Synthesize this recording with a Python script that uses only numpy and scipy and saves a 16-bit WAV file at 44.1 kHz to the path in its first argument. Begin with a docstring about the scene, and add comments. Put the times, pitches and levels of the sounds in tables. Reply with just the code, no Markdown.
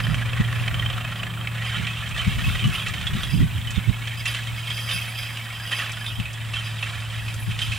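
"""Horse-drawn mower in a hay field

Two horses pull a mower past, some way off. Its wheels drive a knife that knocks at each end of its
stroke. The iron frame clanks, loose gear rattles over bumps and a pawl (a ratchet's catch) ticks in
the turn. The pulling chains jingle, stalks snap, a far engine drones and gusts hit the microphone."""
import sys
import numpy as np
from scipy import signal
from scipy.fft import rfft, irfft, next_fast_len
from scipy.io import wavfile
from scipy.ndimage import uniform_filter1d

SR = 44100
rng = np.random.default_rng(int(sys.argv[2]) if len(sys.argv) > 2 else 0)


def wav_out(sig):
    """Save sig, one row per channel (or a flat mono array), as 16-bit PCM at SR to the path in sys.argv[1]."""
    wavfile.write(sys.argv[1], SR, np.round(np.clip(np.atleast_2d(sig).T, -1, 1) * 32767).astype(np.int16))


N = 343098
TIME = np.arange(N) / SR

# Levels in the tables are relative: each source adds its own gain.
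# how fast the wheels drive the knife: (time [s], rate [strokes/s])
STROKE_RATE = [(0, 28.2), (0.3, 26.4), (0.9, 26.6), (1.5, 28.5), (3.3, 29.6), (4.5, 26.6), (6.3, 27.2),
               (7.78, 23.6)]
# how hard the knife knocks: (time [s], level [dB])
STROKE_FORCE = [(0, -23.5), (0.85, -17.5), (1.3, -23.5), (1.8, -28), (2.5, -25), (3.3, -29), (4.5, -38.5),
                (5.9, -24.5), (6.7, -32), (7.78, -31)]
# hard clanks of the frame: (time [s], level [dB], pitch [Hz], ringing [dB])
CLANKS = [(0.002, -13, 1880, -28), (0.068, -16, 1850, -23), (0.1433, -14, 3160, -18),
          (0.219, -18.5, 1650, -3), (0.331, -16.5, 2620, -15), (0.526, -17, 1740, -14),
          (0.635, -21, 2350, -10), (0.678, -11.5, 2410, -34), (0.742, -15, 3100, -15),
          (0.794, -15, 3190, -10), (0.9, -16.5, 3098, -23), (0.978, -17, 1290, -24),
          (1.2319, -14.5, 2735, -15), (1.472, -14, 2330, -21), (1.868, -18.5, 2590, -15),
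          (2.189, -22, 3073, -8), (2.64, -17.5, 2920, -4), (2.748, -19.5, 2900, -4), (2.794, -23, 3280, -1),
          (2.863, -21.5, 2630, -15), (2.936, -20.5, 2260, -31), (3.011, -23, 2380, -27),
          (3.068, -15.5, 3390, -0.5), (3.135, -27, 2930, -15), (3.232, -18, 3340, -8),
          (3.558, -31.5, 3116, 3), (3.67, -24.5, 3010, -6), (3.757, -23.5, 3530, -8),
          (4.0713, -23, 2435, -28), (4.2557, -15.5, 2700, -2), (4.3465, -19, 3055, -25),
          (4.388, -24, 1710, -5), (4.4702, -25.5, 3164, -11), (4.671, -25, 3180, -12),
          (4.702, -20, 3235, -4), (4.889, -22.5, 2960, 0), (4.909, -18.5, 3590, -5),
          (5.37, -23.5, 2896, -16), (5.716, -19, 1856, -17), (5.785, -19.5, 2750, -11),
          (6.061, -18, 3600, 0.5), (6.197, -22, 2597, -12), (6.254, -24, 2520, -6), (6.5344, -18, 2690, -5),
          (6.559, -21, 3218, 0), (6.8252, -17, 2683, -5), (7.28, -23.5, 2539, -13), (7.51, -23.5, 2500, -9),
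          (7.5883, -20, 2930, -25), (7.616, -21, 3140, -10), (7.719, -21.5, 2570, -10)]
# steady rattle of the loose gear: (time [s], level [dB])
RATTLE_LEVEL = [(0, -33), (0.9, -33), (1.48, -37.5), (1.7, -31.5), (2.1, -35), (2.55, -32), (3.0, -35),
                (3.6, -39), (5.0, -38.5), (5.55, -39.5), (6.35, -40.5), (6.9, -35), (7.45, -41.5),
                (7.78, -34)]
# the wheels hit a bump and the gear shakes: (time [s], level [dB])
BUMPS = [(1.61, -34.5), (2.16, -29.5), (2.62, -45), (2.715, -35), (3.13, -35.5), (4.25, -29.5),
         (4.885, -34), (5.71, -30.5), (5.79, -31.5), (6.53, -34), (7.59, -34.5)]
# broad tone colour of the iron machine: (frequency [Hz], level [dB])
IRON_COLOUR = [(240, -24), (400, -22.5), (726, -10.5), (919, -19), (1090, -7.5), (1860, -7), (2080, -3),
               (2560, 0), (2830, -1), (3110, -0.5), (4590, -12), (4990, -14), (5730, -16.5), (9580, -18.5),
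               (11000, -37), (14300, -56), (22000, -120)]
# ringing parts of the frame: (pitch [Hz], width [Hz], level [dB])
FRAME_RINGS = [(532, 17, 1), (756, 13, -21.5), (1300, 43, -13), (1729, 33, 1.5), (1805, 25, -1.5),
               (1893, 64, 3.5), (2306, 49, -9), (2566, 11, 3.5), (3090, 48, -0.5), (3163, 65, -5.5),
               (3650, 73, -7.5)]
# the machine turns as it passes: (time [s], low clatter [dB], bright clatter [dB], left over right [dB])
FACING = [(0, 9, -2.5, -1), (1.4, 8.5, -2.5, -1), (1.8, 5.5, 1, -1.5), (2.7, 6, 2.5, -1), (3.5, 5, 2, -1.5),
          (4.3, 3.5, 4, -1), (4.9, 9, 6, -1.5), (5.4, 4.5, 3, -1.5), (5.8, 8, 1, -1), (6.2, 1, 1, -1.5),
          (6.9, 6.5, 3, -1), (7.78, 0.5, 5.5, -1.5)]
# ringing of the chain links: (pitch [Hz], width [Hz], level [dB])
LINK_RINGS = [(2582, 35, 1.5), (3216, 48, 2.5), (4810, 65, -11.5), (4927, 24, -2.5), (5351, 100, -11),
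              (6078, 85, -15), (9755, 38, -8), (10541, 30, -8.5), (12950, 52, -11.5), (13330, 120, -14)]
# constant stirring of the chains: (time [s], level [dB])
CHAIN_STIR = [(0, -57), (1.4, -60.5), (2.7, -55), (4.0, -63.5), (4.45, -51), (5.7, -50.5), (6.3, -54),
              (7.78, -54.5)]
# tugs on the chains: (time [s], level [dB], extra for the highest rings [dB])
CHAIN_TUGS = [(1.65, -46.5, -4), (2.3, -54, 3), (2.73, -46, 5), (2.79, -53, 7), (3.21, -44, -1),
              (3.3, -43.5, -1), (4.17, -44.5, -3), (4.26, -36.5, 0), (4.56, -46, -3), (4.76, -40, -5),
              (4.95, -40, -13), (5.17, -39, -3), (5.521, -46, -9), (5.72, -43, -6), (6.64, -43, -3),
              (6.81, -57, 10), (7.39, -56, 15), (7.61, -43, 2)]
# stalks snapping: (time [s], level [dB])
STALK_SNAPS = [(0.1506, -36), (2.0882, -33.5), (2.1774, -33), (2.6725, -33), (2.8834, -28.5),
               (3.7055, -26.5), (4.0719, -41), (4.2552, -27), (5.9184, -31), (6.3302, -34), (7.3406, -31),
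               (7.5877, -51)]
# how alike the machine sounds left and right: (frequency [Hz], likeness [0 to 1])
STEREO_LIKENESS = [(400, 0.97), (1200, 0.99), (3000, 0.96), (6000, 0.7), (10000, 0.42), (14000, 0.37)]
# far engine, slowing a little: (time [s], firing rate [Hz], level [dB], extra for the side tones [dB])
ENGINE_RUN = [(0, 116.2, -26.5, 4.5), (0.6, 116.7, -26, 2), (1.25, 115.3, -33.5, 9), (1.6, 115.3, -29, 3),
              (2.1, 115.4, -34.5, 7), (3.0, 114.9, -37.5, 13), (3.6, 114.2, -32, 0),
              (4.7, 115.2, -32.5, -1), (5.6, 113.4, -36.5, -0.5), (6.5, 111.6, -32.5, -1),
              (7.78, 110.4, -31, -18)]
# side tones from uneven cylinders: (pitch [multiple of the eight-firing cycle rate], level [dB])
ENGINE_SIDE_TONES = [(5, -26), (11, -20), (13, -23), (16, -28), (21, -38.5), (27, -37.5), (30, -43)]
# wind rumble on the microphone: (time [s], level [dB])
WIND_LEVEL = [(0, -35.5), (0.8, -32.5), (1.05, -42.5), (2.0, -43), (2.45, -27), (2.8, -39), (3.35, -30),
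              (3.95, -41), (5.0, -46), (5.8, -51), (6.2, -41.5), (6.95, -45.5), (7.4, -36.5), (7.78, -38.5)]
# tone colour of the rumble: (frequency [Hz], level [dB])
WIND_COLOUR = [(20, -20), (32, -5), (50, -2), (80, 2), (115, 0.5), (190, -13), (290, -23.5), (420, -33),
               (650, -43)]
# single puffs of wind: (time of the peak [s], level [dB], half length [s], left over right [dB])
PUFFS = [(0.112, -23, 0.045, -15), (0.407, -11.5, 0.0061, -2), (1.814, -28, 0.036, -13),
         (2.28, -16.5, 0.0097, 2), (2.383, -25, 0.02, -5), (2.478, -21.5, .011, -4),
         (2.667, -16.5, 0.027, 4), (3.155, -23, 0.024, 5), (3.346, -16.5, 0.014, -18),
         (3.417, -13.5, 0.027, -4), (3.779, -13, 0.0064, -25), (3.894, -13.5, 0.013, -20),
         (4.956, -33, 0.016, 18), (6.2, -20, 0.01, 9), (7.494, -24.5, 0.014, 5)]
# tone colour of the puffs: (frequency [Hz], level [dB])
PUFF_COLOUR = [(20, -10), (50, -1.5), (110, 4.5), (180, 1), (260, -14.5), (400, -27), (800, -61)]
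# tone colour of the hiss of grass and air: (frequency [Hz], level [dB])
HISS_COLOUR = [(200, 18.5), (420, 2.5), (560, 9.5), (1000, 12.5), (3000, 5), (4500, -67), (6500, -8),
               (7900, 5), (9000, -6.5), (9900, 2), (11200, -4), (14000, -20), (15800, -25)]
# the very top of the hiss: (time [s], level [dB])
TOP_HISS_LEVEL = [(0, -63), (1.0, -57.5), (1.8, -58), (2.8, -56.5), (3.5, -57), (5.4, -56), (6.5, -61),
                  (7.78, -61)]
# dips in the microphone's response: (frequency [Hz], width [Hz], share removed [0 to 1])
MIC_DIPS = [(2084, 26, 1), (4620, 130, 0.95), (10560, 910, 0.27)]

TIGHT_CHATTER_S, LOOSE_CHATTER_S = 0.0043, 0.013   # fade time of a knock in tight and in loose gear


def knife(jitter_s=0.00089, uneven_db=3.0, centre_hz=2150, spread_octaves=0.65, return_db=-0.5):
    """The knife knocks at each end of its stroke, unless a clank takes that knock's place."""
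    travel = knife_travel()
    force_db, = in_time(STROKE_FORCE)
    stroke = np.arange(int(travel[-1]))
    late, harder, higher = rng.uniform(-1.047, 1, size=(len(stroke), 3)).T
    times = np.interp(stroke, travel, TIME) + 0.002 + jitter_s * late
    levels = np.interp(times, TIME, force_db) + uneven_db * harder
    slack = np.interp(times, TIME, chatter_time()) / TIGHT_CHATTER_S
    levels += return_db * slack * (stroke % 2 - .5)   # the return is softer, more so in loose gear
    pitches = centre_hz * 2 ** (spread_octaves * higher)
    ring_db = np.full(len(stroke), -6.0)
    to_clank_s = np.abs(times[:, None] - np.array(CLANKS)[:, 0]).min(axis=1)
    return knocks(np.column_stack([times, levels, pitches, ring_db])[to_clank_s > 0.018])


def knife_travel():
    """The wheels push the knife to and fro: strokes made so far, at every sample."""
    rate, = in_time(STROKE_RATE)
    return np.cumsum(rate) / SR


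def chatter_time(loosens_s=1.48, takes_s=0.19):
    """The gear starts tight, then works loose, so knocks chatter longer: fade time at every sample."""
    return np.interp(TIME, [loosens_s, loosens_s + takes_s], [TIGHT_CHATTER_S, LOOSE_CHATTER_S])


def knocks(rows, rise_s=0.0008, focus_width_hz=700, ring_width_hz=45, broad_db=0.5, level_db=-4.5):
    """A knock is a shower of tiny hits as loose parts meet; the struck part rings. Rows as in CLANKS."""
    out, age = np.zeros(N), TIME[:SR // 8]
    shower = tiny_hits(per_s=6400, spread_db=0.8)
    decay_s = chatter_time()
    for s, db, hz, ring_db in rows:
        start = max(int(s * SR), 0)
        fade = rise_and_fade(age, rise_s, decay_s[start])[:N - start]
        blow = shower[start:start + len(fade)] * fade
        blow = unit_power(resonate(blow, hz, focus_width_hz) + from_db(broad_db) * blow)
        blow = blow + from_db(ring_db) * unit_power(resonate(blow, hz, ring_width_hz))
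        midrange = np.sqrt(np.sum(pass_filter(blow, [1000, 4000], "band") ** 2) / np.sum(fade ** 2))
        out[start:start + len(blow)] += from_db(db + level_db) * blow / midrange
    return out


def clanks(lift_db=1.5):
    """Hard blows land on the frame."""
    return from_db(lift_db) * knocks(CLANKS)


def rattle(jolt_db=1.6, grind_db=6.5, clink_db=-2.5, usual_chatter_s=0.012, lag_strokes=0.13):
    """Gear teeth grind in time with the knife and parts clink, more when loose; bumps shake both."""
    steady_db, = in_time(RATTLE_LEVEL)
    chatter_s = chatter_time()
    shaking = np.sqrt(from_db(steady_db) ** 2 + shakes(BUMPS, rise_s=0.0031, decay_s=0.12))
    throb_db = 1.5 * TIGHT_CHATTER_S / chatter_s * np.cos(2 * np.pi * (knife_travel() - lag_strokes))
    clinking = from_db(clink_db) * chatter_s / usual_chatter_s * clinks()
    grinding = from_db(grind_db) * tiny_hits(per_s=4500, spread_db=0.5)
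    return shaking * from_db(throb_db + jolt_db * drift(hz=32)) * (grinding + clinking)


def clinks(count=2000, decay_s=0.0089, low_hz=1000, high_hz=4000):
    """Many small parts touch at random, each ringing briefly at a pitch of its own."""
    when, height = rng.random((count, 2)).T[:, :, None]
    hz = low_hz + (high_hz - low_hz) * height
    age = TIME[:SR // 25]
    rings = np.exp(-age / decay_s) * np.sin(2 * np.pi * hz * age)
    samples = (when * N).astype(int) + np.arange(len(age))
    return unit_power(np.bincount(samples.ravel(), rings.ravel(), N)[:N])


def pawl(count=19, start_s=3.752, gap_s=0.087, gap_grows_s=0.0012, force_db=-25.5, hz=2210, ring_db=1.0):
    """In the turn, a wheel's catch drops into each ratchet tooth with a ping, slowing as it goes."""
    tooth = np.arange(count)
    times = start_s + gap_s * tooth + gap_grows_s * tooth * (tooth - 1) / 2
    return knocks([(s, force_db, hz, ring_db) for s in times])


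def iron_frame(blows, body_db=-1.0, patchy_db=3.0):
    """Blows sound through the frame. Its rings vary as the load shifts, its tone as the mower turns."""
    low_db, bright_db, _ = in_time(FACING)
    body = from_db(body_db) * coloured(blows, IRON_COLOUR)
    body = body + sum(resonate(body * from_db(db + patchy_db * drift(hz=12)), hz, width)
                      for hz, width, db in FRAME_RINGS)
    low = shaped(body, lambda hz: 1 / (1 + (hz / 1600) ** 6))
    bright = shaped(body, lambda hz: 1 - 1 / (1 + (hz / 3900) ** 6))
    return body + (from_db(low_db) - 1) * low + (from_db(bright_db) - 1) * bright


def chains(uneven_db=2.5, stir_db=5.5, rise_s=0.0067, decay_s=0.052):
    """Links strike each other, hardest after a tug; a sharp tug brings out their highest rings."""
    steady_db, = in_time(CHAIN_STIR)
    stirring = from_db(steady_db + stir_db * drift(hz=2)) ** 2
    low_tugs = shakes([(s, db) for s, db, _ in CHAIN_TUGS], rise_s, decay_s)
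    high_tugs = shakes([(s, db + extra_db) for s, db, extra_db in CHAIN_TUGS], rise_s, decay_s)
    out = np.zeros(N)
    for hz, width, db in LINK_RINGS:
        ringing = resonate(tiny_hits(per_s=500, spread_db=-1.5), hz, width)
        shaking = np.sqrt(stirring + (high_tugs if hz > 8000 else low_tugs))
        out += shaking * from_db(db + uneven_db * drift(hz=9.1)) * evened(ringing, samples=2600)
    return out


def stalks(decay_s=0.011, thin_db=-64.0):
    """A thick stalk gives way in a short bright crackle; thin ones tick all the time."""
    snaps = np.zeros(N)
    for s, db in STALK_SNAPS:
        snaps[int(s * SR)] = from_db(db)
    fades = signal.lfilter([1], [1, -np.exp(-1 / (decay_s * SR))], snaps + 1e-18)
    thick = unit_power(pass_filter(tiny_hits(per_s=2500, spread_db=1.0), [4500, 8500], "band"))
    thin = unit_power(pass_filter(tiny_hits(per_s=260, spread_db=1.5), [5500, 10000], "band"))
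    return .5 * fades * thick + from_db(thin_db) * thin


def field(sound, scatter_s=0.0024, trees_db=-20, trees_s=0.06, trees_hz=4000):
    """The ground scatters the treble left and right; a line of trees sends back a faint, dull echo."""
    age = TIME[:SR // 2]
    scatter = rng.standard_normal(len(age)) * np.exp(-age / scatter_s)
    side = signal.fftconvolve(sound, scatter / np.linalg.norm(scatter))[:N]
    side = shaped(side, lambda hz: np.sqrt(2 / (1 + at_hz(STEREO_LIKENESS, hz)) - 1))
    trees = rng.standard_normal((2, len(age))) * np.exp(-age / trees_s)
    echo = signal.fftconvolve(sound[None], trees / np.linalg.norm(trees[0]), axes=1)[:, :N]
    return sound + side * [[1], [-1]] + from_db(trees_db) * pass_filter(echo, trees_hz, "low")


def engine(waver_db=0.13, side_waver_db=3.0, firings_per_cycle=8):
    """Only the low tones of the far engine carry across the field, wavering with the air."""
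    firing_hz, level_db, extra_db = in_time(ENGINE_RUN)
    cycle_hz = firing_hz * (1 + .002 * drift(hz=4)) / firings_per_cycle
    phase = 2 * np.pi * np.cumsum(cycle_hz) / SR
    drone = from_db(waver_db * drift(hz=3)) * np.sin(firings_per_cycle * phase)
    for multiple, db in ENGINE_SIDE_TONES:
        gain = from_db(db + extra_db + side_waver_db * drift(hz=1.34))
        drone += gain * np.sin(multiple * phase + rng.uniform(0, 2 * np.pi))
    return np.sqrt(2) * from_db(level_db) * drone * panned(left_db=-1.5)


def wind(lift_db=4.0, lumps_db=1.4):
    """Wind rumbles unevenly on the microphone; stronger swirls hit one side harder and sound higher."""
    level_db, = in_time(WIND_LEVEL)
    rumble = from_db(level_db + lift_db + lumps_db * drift(hz=12)) * stereo_noise(WIND_COLOUR, alike=0.11)
    swirls = evened(stereo_noise(PUFF_COLOUR, alike=0.069), samples=1300)
    puffs = sum(from_db(db) * np.exp(-.5 * ((TIME - s) / half_s) ** 2) * panned(left_db)
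                for s, db, half_s, left_db in PUFFS)
    return rumble * panned(left_db=3.0) + puffs * swirls


def hiss(level_db=-43.5, top_lift_db=4.5):
    """Grass and air hiss steadily; the very top swells and sinks slowly."""
    top_db, = in_time(TOP_HISS_LEVEL)
    top = unit_power(pass_filter(rng.standard_normal((2, N)), [12000, 16000], "band"))
    return from_db(level_db) * stereo_noise(HISS_COLOUR, alike=0.69) + from_db(top_db + top_lift_db) * top


def tiny_hits(per_s, spread_db):
    """Random tiny impacts of uneven size, each a push or a pull."""
    sizes = from_db(spread_db * np.minimum(rng.exponential(1, N), 4)) * rng.choice([-1, 1], N)
    return unit_power(sizes * (rng.random(N) < per_s / SR))


def shakes(rows, rise_s, decay_s):
    """Power of shakes that each build quickly and die away."""
    shape = rise_and_fade(TIME[:SR], rise_s, decay_s)
    power = np.zeros(N + SR)
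    for s, db in rows:
        start = max(int(s * SR), 0)
        power[start:start + SR] += (from_db(db) * shape / shape.max()) ** 2
    return power[:N]


def rise_and_fade(age, rise_s, decay_s):
    """A loudness curve that climbs, then dies away."""
    return (1 - np.exp(-age / rise_s)) * np.exp(-age / decay_s)


def drift(hz, step=40):
    """A smooth random wander of about 1 either way, mostly slower than hz."""
    pole = np.exp(-2 * np.pi * hz * step / SR)
    slow = signal.lfilter([1], [1, -2 * pole, pole * pole], rng.standard_normal(N // step + 2002))[2000:]
    return np.interp(np.arange(N) / step, np.arange(len(slow)), unit_power(slow))


def stereo_noise(colour, alike):
    """Coloured noise, partly shared by left and right."""
    shared, separate = rng.standard_normal(N), rng.standard_normal((2, N))
    return unit_power(coloured(np.sqrt(alike) * shared + np.sqrt(1 - alike) * separate, colour))


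def panned(left_db):
    """Left and right gains that keep the total power."""
    gains = from_db(np.array([left_db, -left_db]).reshape(2, -1) / 2)
    return gains / np.sqrt(np.mean(gains ** 2, axis=0))


def resonate(x, hz, width_hz):
    """Ring at one pitch; a narrower width rings longer."""
    r = np.exp(-np.pi * width_hz / SR)
    feedback = [1, -2 * r * np.cos(2 * np.pi * hz / SR), r * r]
    return signal.lfilter(np.array([1, 0, -1]) * (1 - r * r) / 2, feedback, x + 1e-18)


def pass_filter(x, hz, kind):
    """Keep the lows, the highs or a band."""
    return signal.sosfilt(signal.butter(2, hz, kind, fs=SR, output="sos"), x)


def shaped(x, gain):
    """Filter by a gain given as a function of frequency."""
    size = next_fast_len(N + 4096)
    hz = np.arange(size // 2 + 1) * SR / size
    return irfft(rfft(x, size) * gain(hz), size)[..., :N]


def coloured(x, colour):
    """Filter by a table of (frequency [Hz], level [dB])."""
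    return shaped(x, lambda hz: from_db(at_hz(colour, hz)))


def at_hz(rows, hz):
    """Read between the rows of a frequency table, with octaves evenly spaced."""
    row_hz, values = np.transpose(rows)
    return np.interp(np.log(np.maximum(hz, 1)), np.log(row_hz), values)


def in_time(rows):
    """Each column of a time table, at every sample."""
    times, *columns = np.transpose(rows)
    return [np.interp(TIME, times, column) for column in columns]


def evened(x, samples):
    """Even out the loudness over a sliding window."""
    return x / np.sqrt(uniform_filter1d(x ** 2, size=samples) + 1e-9)


def unit_power(x):
    """Scale to an average power of 1."""
    return x / np.sqrt(np.mean(x ** 2) + 1e-20)


def from_db(db):
    """Decibels to gain."""
    return 10 ** (np.asarray(db) / 20)


def scene():
    """The mower passes through the field, over engine, wind and hiss."""
    _, _, left_db = in_time(FACING)
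    mowing = iron_frame(knife() + pawl() + clanks() + rattle()) + chains() + stalks()
    return field(mowing) * panned(left_db) + engine() + wind() + hiss()


def record(dry, lowest_hz=22, highest_hz=15800):
    """The microphone has a few dips and loses the deepest bass; the top is cut off sharply."""
    for hz, width, share in MIC_DIPS:
        dry = dry - share * resonate(dry, hz, width)
    dry = pass_filter(dry, lowest_hz, "high")
    return shaped(dry, lambda hz: 1 / np.sqrt(1 + (hz / highest_hz) ** 1000))


dry = scene()
out = record(dry)
wav_out(out)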